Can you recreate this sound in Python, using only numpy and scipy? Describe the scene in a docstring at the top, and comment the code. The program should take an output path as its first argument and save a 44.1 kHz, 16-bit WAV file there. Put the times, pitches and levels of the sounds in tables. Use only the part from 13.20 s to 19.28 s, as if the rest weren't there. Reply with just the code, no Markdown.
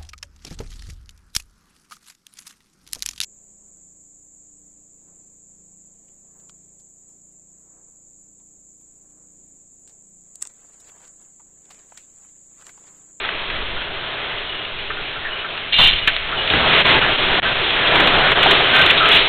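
"""An earthquake shakes a street of flats, heard by a security camera on an outside wall.
From the start walls and ground roar, loose metalwork clatters, debris ticks and the camera sways.
Blows ring the metal and masonry cracks; then metal squeaks and, at 2.5 s, a shutter chatters and bangs.
The main ground wave lifts the rumble at 3.3 s; soon the sound drops out for moments.
The hardest blows come near the end. A narrow-band sound path limits the loudest peaks throughout."""
import sys
import numpy as np
from scipy import signal
from scipy.io import wavfile
from scipy.ndimage import uniform_filter1d, minimum_filter1d

SR = 44100
rng = np.random.default_rng(int(sys.argv[2]) if len(sys.argv) > 2 else 0)


def transcribe(u):
    """Save the signal u as a 16-bit wav file named by the first command-line argument.

    u: samples, shape (n,) or (channels, n), limited to [-1, 1]; the rate is SR.
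    q: integer samples, one column per channel.
    """
    v = np.clip(np.atleast_2d(u).T, -1, 1)
    q = np.round(v * 32767).astype(np.int16)
    wavfile.write(sys.argv[1], SR, q)


N = 268128

# ringing tones (modes) of the loose metalwork: [f/Hz, level/dB, time to fall by 60 dB/s]
METAL_MODES = [(426, -7, 0.16), (696, 4, 0.017), (869, -0.5, 0.17), (1343, -5, 0.066), (1419, -4.5, 0.18),
               (1548, -3, 0.088), (1761, -1.5, 0.021), (2360, 1.5, 0.01), (2690, -9, 0.058),
               (2871, 2.5, 0.031), (3340, -3.5, 0.035), (3447, -3.5, 0.018), (3780, -6, 0.047)]
# ringing tones of the shutter's slats: [f/Hz, level/dB, time to fall by 60 dB/s]
SLAT_MODES = [(1930, -13, 0.29), (2084, -8, 0.063), (2350, -1, 0.06), (2450, -4.5, 0.017), (2835, 5, 0.19),
              (3090, 6, 0.04), (3490, 2, 0.049), (3645, 1.5, 0.055), (3984, 4.5, 0.026)]


def undb(db):
    """Turn decibels into a gain."""
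    return 10 ** (np.asarray(db) / 20)


def unit(x):
    """Scale a sound to an average (rms) strength of 1."""
    return x / np.sqrt(np.mean(x ** 2))


def curves(table):
    """Join the points of a [t/s, value, ...] table by straight lines, one curve per value column."""
    s, *columns = np.transpose(table)
    return [np.interp(np.arange(N) / SR, s, column) for column in columns]


def surge(at_s, db, rise_s, fall_s):
    """A level in dB that climbs to a peak and falls away."""
    since = np.arange(N) / SR - at_s
    return db * np.exp(-np.abs(since) / np.where(since < 0, rise_s, fall_s))


def walk(rate):
    """A smooth random curve: steps at `rate` per second, smoothed twice, with a spread near 1."""
    k = int(SR / rate)
    steps = np.repeat(rng.standard_normal(N // k + 1), k)
    return 1.6 * uniform_filter1d(uniform_filter1d(steps, k), k)[:N]


def resonance(x, hz, width):
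    """Let through a band around one pitch, with gain 1 at its centre (width in Hz)."""
    return signal.lfilter(*signal.iirpeak(hz, hz / width, fs=SR), x)


def ring(push, mode):
    """A push sets one mode ringing; the longer it rings, the narrower its band."""
    hz, db, t60 = mode
    width = np.log(1000) / (np.pi * max(t60, .01))
    return undb(db) * resonance(push, hz, width) / np.sqrt(width)


def bursts(count, decay):
    """Rows of noise that start at once and die away, one per event (decay in s, to 37 %)."""
    t = np.arange(SR // 3) / SR
    decay_s = np.maximum(np.reshape(decay, (-1, 1)), .0005)
    return rng.standard_normal((count, len(t))) * np.exp(-t / decay_s)


def add(out, s, db, sound):
    """Mix in a short sound at s, scaled by the strength of its loudest 2 ms."""
    at = int(s * SR)
    peak = np.sqrt(2 * np.max(uniform_filter1d(sound ** 2, size=90)))
    out[at:at + len(sound)] += undb(db) * sound / peak


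def roar(roar_db, debris_db, rumble_db):
    """Countless far impacts blur into noise bands that throb together and flicker alone."""
    # tone colour of the roar, relative within each of its three parts: [f/Hz, level in 1 Hz/dB]
    roar_colour = [(24, -36), (40, -11), (154, -6.5), (218, -14.5), (412, 2), (490, -5), (693, 3.5),
                   (793, -3.5), (1590, 1.5), (1920, -5.5), (3360, -2), (3700, -2), (4000, -5.5),
                   (5200, -38), (8800, -120)]
    hz_points, db_points = np.transpose(roar_colour)
    parts = np.zeros((3, N))  # rumble, roar of the walls, hiss of debris
    throb = walk(18)
    for hz in 40 * 2 ** np.arange(0, 6.9, 1 / 3):  # three bands per octave
        colour_db = np.interp(np.log(hz), np.log(hz_points), db_points)
        db = colour_db + 0.67 * throb + 0.97 * walk(12)
        band = resonance(resonance(rng.standard_normal(N), hz, hz / 3), hz, hz / 3)
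        parts[int(hz > 300) + int(hz > 1800)] += undb(db) * band
    levels = (rumble_db, roar_db, debris_db)
    return sum(undb(db) * unit(part) for db, part in zip(levels, parts))


def clatter(roar_db):
    """Small random knocks ring single modes of the metalwork, as strong as the shaking."""
    rate, scatter_db, contact_s = 50, 2.5, 0.032  # knocks per s in all, spread of sizes, contact decay
    level_db = -9  # against the roar of the walls
    out = 0
    for mode in METAL_MODES:
        hits = rng.random(N) < rate / len(METAL_MODES) / SR
        sizes = undb(scatter_db * rng.exponential(size=N)) * hits
        contact = signal.lfilter([1], [1, -np.exp(-1 / (contact_s * SR))], sizes)
        out = out + ring(contact * rng.standard_normal(N), mode)
    return unit(out) * undb(roar_db + level_db)


def grit(debris_db):
    """Falling plaster and ice tick nearby: brief broad bursts of noise at random moments."""
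    rate, scatter_db, contact_s = 77, 4.5, 0.0035  # ticks per s, spread of sizes, decay of each tick
    level_db = -13.5  # against the hiss of debris
    hits = rng.random(N) < rate / SR
    sizes = undb(scatter_db * rng.exponential(size=N)) * hits
    contact = signal.lfilter([1], [1, -np.exp(-1 / (contact_s * SR))], sizes)
    ticks = resonance(contact * rng.standard_normal(N), 3400, 3000)
    return unit(ticks) * undb(debris_db + level_db)


def sway(roar_db):
    """The camera rocks on its bracket: pressure swings below hearing, wider as the shaking grows."""
    base_db, follows, wander_db = -25.5, 0.36, 4  # level at 0 dB roar, dB per dB of roar, slow wander
    jolt_db = surge(2.6, 12, rise_s=.015, fall_s=0.3)  # one hard jerk of the bracket
    noise = rng.standard_normal(N)
    rocking = resonance(noise, 10, 4) + .6 * resonance(noise, 4.3, 6.3)
    db = base_db + follows * roar_db + wander_db * walk(4) + jolt_db
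    return unit(rocking) * undb(db)


def nearness(hz, centre_hz, octaves):
    """How strongly a part struck at one pitch drives a mode at another."""
    return np.exp(-.5 * (np.log2(hz / centre_hz) / max(octaves, .02)) ** 2)


def blows():
    """Each blow is a short gritty contact that rings the metalwork's modes near its pitch."""
    # blows on the metalwork: [t/s, peak level/dB, f of the struck part/Hz]
    blow_list = [(0.039, -23.5, 1550), (0.361, -24, 2260), (0.565, -24, 1330), (0.83, -23.5, 1570),
                 (1.18, -21.5, 2790), (1.294, -22, 2890), (1.449, -20.5, 2830), (1.586, -25, 2610),
                 (1.702, -17, 1400), (1.769, -22.5, 1340), (1.958, -23, 1410), (2.244, -20, 1400),
                 (2.876, -8.5, 1810), (3.122, -17.5, 1480), (3.814, -16, 1540), (4.119, -19, 397),
                 (4.184, -9, 680), (4.672, -7, 3750), (5.117, -19, 394), (5.174, -12.5, 711),
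                 (5.258, -3, 700), (5.558, -7, 1570), (5.591, -11, 1580), (5.699, 1.5, 2780),
                 (5.774, -6.5, 3830), (5.847, -13, 1280), (5.888, -16, 400), (5.914, 1, 3540),
                 (5.969, 0.5, 3060)]
    spread_octaves, contact_s = .2, 0.0089
    out = np.zeros(N + SR)
    for (s, db, hz), push in zip(blow_list, bursts(len(blow_list), contact_s)):
        ringing = sum(nearness(mode[0], hz, spread_octaves) * ring(push, mode) for mode in METAL_MODES)
        add(out, s, db, ringing)
    return out[:N]


def cracks():
    """Cracks, thuds and sharp ticks do not ring: a sudden burst of noise in one broad band dies at once."""
    # cracks and thuds in the masonry, and sharp broad ticks: [t/s, peak level/dB, centre f/Hz, decay/s]
    crack_list = [(0.049, -15.5, 2000, 0.0073), (0.089, -13.5, 2200, .005), (0.299, -16, 2200, 0.011),
                  (2.375, -16, 2930, 0.0032), (2.585, -9, 1000, 0.055), (2.587, -15, 60, 0.039),
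                  (2.874, 6.5, 2940, 0.0053), (2.884, -12, 2530, 0.027), (2.964, -1, 3270, 0.00071),
                  (3.3, -4.5, 3100, 0.0073), (3.336, -14, 100, .025), (3.336, -6.5, 1800, 0.0067),
                  (3.534, -8, 2510, 0.014), (3.699, -4.5, 2450, 0.0033), (4.755, -3, 2020, 0.0067),
                  (4.8, -6, 2000, 0.013), (4.872, 1, 2900, 0.006), (5.117, -0.5, 1800, 0.0027),
                  (5.229, 0, 2500, 0.0086), (5.31, 2.5, 2480, 0.011), (5.351, -9, 2620, 0.0048),
                  (5.55, -3, 2550, 0.0082), (5.615, -4.5, 2460, 0.0063), (5.662, -2, 2500, 0.0057),
                  (5.704, 2, 2680, 0.0066), (5.856, -3, 2600, .008)]
    width = 0.74  # of the band, as a share of its centre
    out = np.zeros(N + SR)
    decays = [row[-1] for row in crack_list]
    for (s, db, hz, _), push in zip(crack_list, bursts(len(crack_list), decays)):
        add(out, s, db, resonance(push, hz, width * hz))
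    return out[:N]


def squeaks():
    """Uneven friction holds one resonance sounding while metal parts rub."""
    # rubs and squeaks: [start t/s, end t/s, level/dB, f/Hz, width of each of two filters/Hz]
    squeak_list = [(1.284, 1.35, -30.5, 2930, 70), (1.364, 1.473, -34, 2860, 50),
                   (1.696, 1.813, -37, 412, 40), (2.102, 2.218, -31, 2950, 90),
                   (2.813, 2.88, -30, 2926, 50), (3.184, 3.222, -24.5, 2920, 120),
                   (4.25, 4.297, -25, 1553, 40), (5.526, 5.611, -17, 1547, 29.6),
                   (5.657, 5.71, -25, 1540, 30), (5.799, 5.896, -15.5, 1303, 150)]
    attack_s, sag_db, release_s = .003, -2.5, 0.039  # the sag is reached at the end of the rub
    out, s = 0, np.arange(N) / SR
    for start, end, db, hz, width in squeak_list:
        times = [start, start + attack_s, end, end + release_s]
        rubbing = np.interp(s, times, [0, 1, undb(sag_db), 0])
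        tone = resonance(resonance(rng.standard_normal(N), hz, width), hz, width)
        out = out + undb(db) * rubbing * unit(tone)
    return out


def shutter():
    """A sheet-metal shutter chatters: dense uneven ticks of slat on rail ring over a scraping hiss."""
    # strength of the chatter: [t/s, level/dB]
    chatter_levels = [(2.515, -49), (2.527, -13), (2.575, -12.5), (2.59, -2.5), (2.625, -0.5), (2.763, -21),
                      (2.795, -24), (2.81, -44)]
    rate = 1600  # ticks per s
    s = np.arange(N) / SR
    ticks = (rng.random(N) < rate / SR) * rng.standard_normal(N)
    ringing = sum(ring(ticks, mode) for mode in SLAT_MODES)
    scrape = resonance(resonance(ticks, 3300, 1500), 2980, 2000)
    moving = (s > chatter_levels[0][0]) & (s < chatter_levels[-1][0])
    return unit(unit(ringing) + 1.06 * unit(scrape)) * undb(curves(chatter_levels)[0]) * moving


def slams():
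    """The shutter bangs against its rails, which rings all the slats at once."""
    # bangs of the shutter: [t/s, peak level/dB]
    slam_list = [(2.528, -12), (2.54, -2.5), (2.694, -16)]
    contact_s = 0.0021
    out = np.zeros(N + SR)
    for (s, db), push in zip(slam_list, bursts(len(slam_list), contact_s)):
        add(out, s, db, sum(ring(push, mode) for mode in SLAT_MODES))
    return out[:N]


def dropouts():
    """A gain that sinks and comes back each time the sound drops out."""
    # moments of lost sound: [start t/s, end t/s, depth as level/dB, fade out/s, fade in/s]
    drop_list = [(3.638, 3.642, -12, .022, .008), (3.795, 3.807, -8, .004, .012),
                 (3.965, 3.975, -4, .01, .01), (4.335, 4.345, -4, .004, .006),
                 (5.144, 5.149, -9, .015, .01), (4.2, 4.2195, -27, .002, .001),
                 (4.2215, 4.2258, -28, .001, .001)]
    s, db = np.arange(N) / SR, np.zeros(N)
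    for start, end, depth_db, fade_out, fade_in in drop_list:
        times = [start - fade_out, start, end, end + fade_in]
        db += np.interp(s, times, [0, depth_db, depth_db, 0])
    return undb(db)


def scene():
    """All that shakes, with its dropouts; the slow sway carries on through them."""
    # strength of the shaking: [t/s, roar of the walls as level/dB, hiss of debris above the roar/dB]
    shaking = [(0, -31.5, 4), (.95, -30, 1.5), (1.3, -33.5, 4.5), (2.57, -33.5, 4), (2.75, -32.5, 7),
               (3.0, -33, 9.5), (3.15, -27.5, 2), (3.28, -25.5, 5), (3.35, -18, 1), (3.44, -19.5, 2.5),
               (3.56, -18, 5.5), (3.72, -18, 3.5), (3.84, -16.5, 2), (3.96, -23, 4), (4.17, -19.5, 2),
               (4.4, -25, 4.5), (4.55, -22, 3.5), (4.78, -15.5, 1), (5.05, -18, 1), (5.29, -16, 2.5),
               (5.48, -18, 2.5), (5.58, -15.5, 3.5), (5.8, -19.5, 3.5), (5.96, -16.5, 8), (6.08, -22.5, 5)]
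    roar_db, brighter_db = curves(shaking)
    debris_db = roar_db + brighter_db
    wave_db = surge(3.33, 5.5, rise_s=.08, fall_s=0.5)  # the main ground wave lifts the rumble
    rumble_db = roar_db - 13 + wave_db
    walls = roar(roar_db, debris_db, rumble_db) + clatter(roar_db) + grit(debris_db)
    street = walls + blows() + cracks() + squeaks() + shutter() + slams()
    return (street * dropouts() + sway(roar_db))[None]


def record(dry):
    """The overloaded camera rounds peaks and passes little above 4 kHz; a limiter then holds peaks."""
    limit, ceiling, look_ahead_s = .645, .71, .0003  # first two as shares of full scale
    rounded = np.tanh(dry)
    narrow = signal.sosfilt(signal.butter(12, 3843, fs=SR, output="sos"), rounded)
    narrow = signal.sosfilt(signal.cheby2(16, 70, 4900, fs=SR, output="sos"), narrow)
    # the gain ramps down ahead of each peak; what still overshoots is cut flat and ticks in the treble
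    span = int(look_ahead_s * SR)
    wanted = limit / np.maximum(np.abs(narrow), limit)
    gain = uniform_filter1d(minimum_filter1d(wanted, size=span), size=3 * span)
    cut = np.clip(gain * narrow, -ceiling, ceiling)
    # nothing much is left above 15.9 kHz
    return signal.sosfilt(signal.ellip(8, .2, 70, 15900, fs=SR, output="sos"), cut)


dry = scene()
out = record(dry)
transcribe(out)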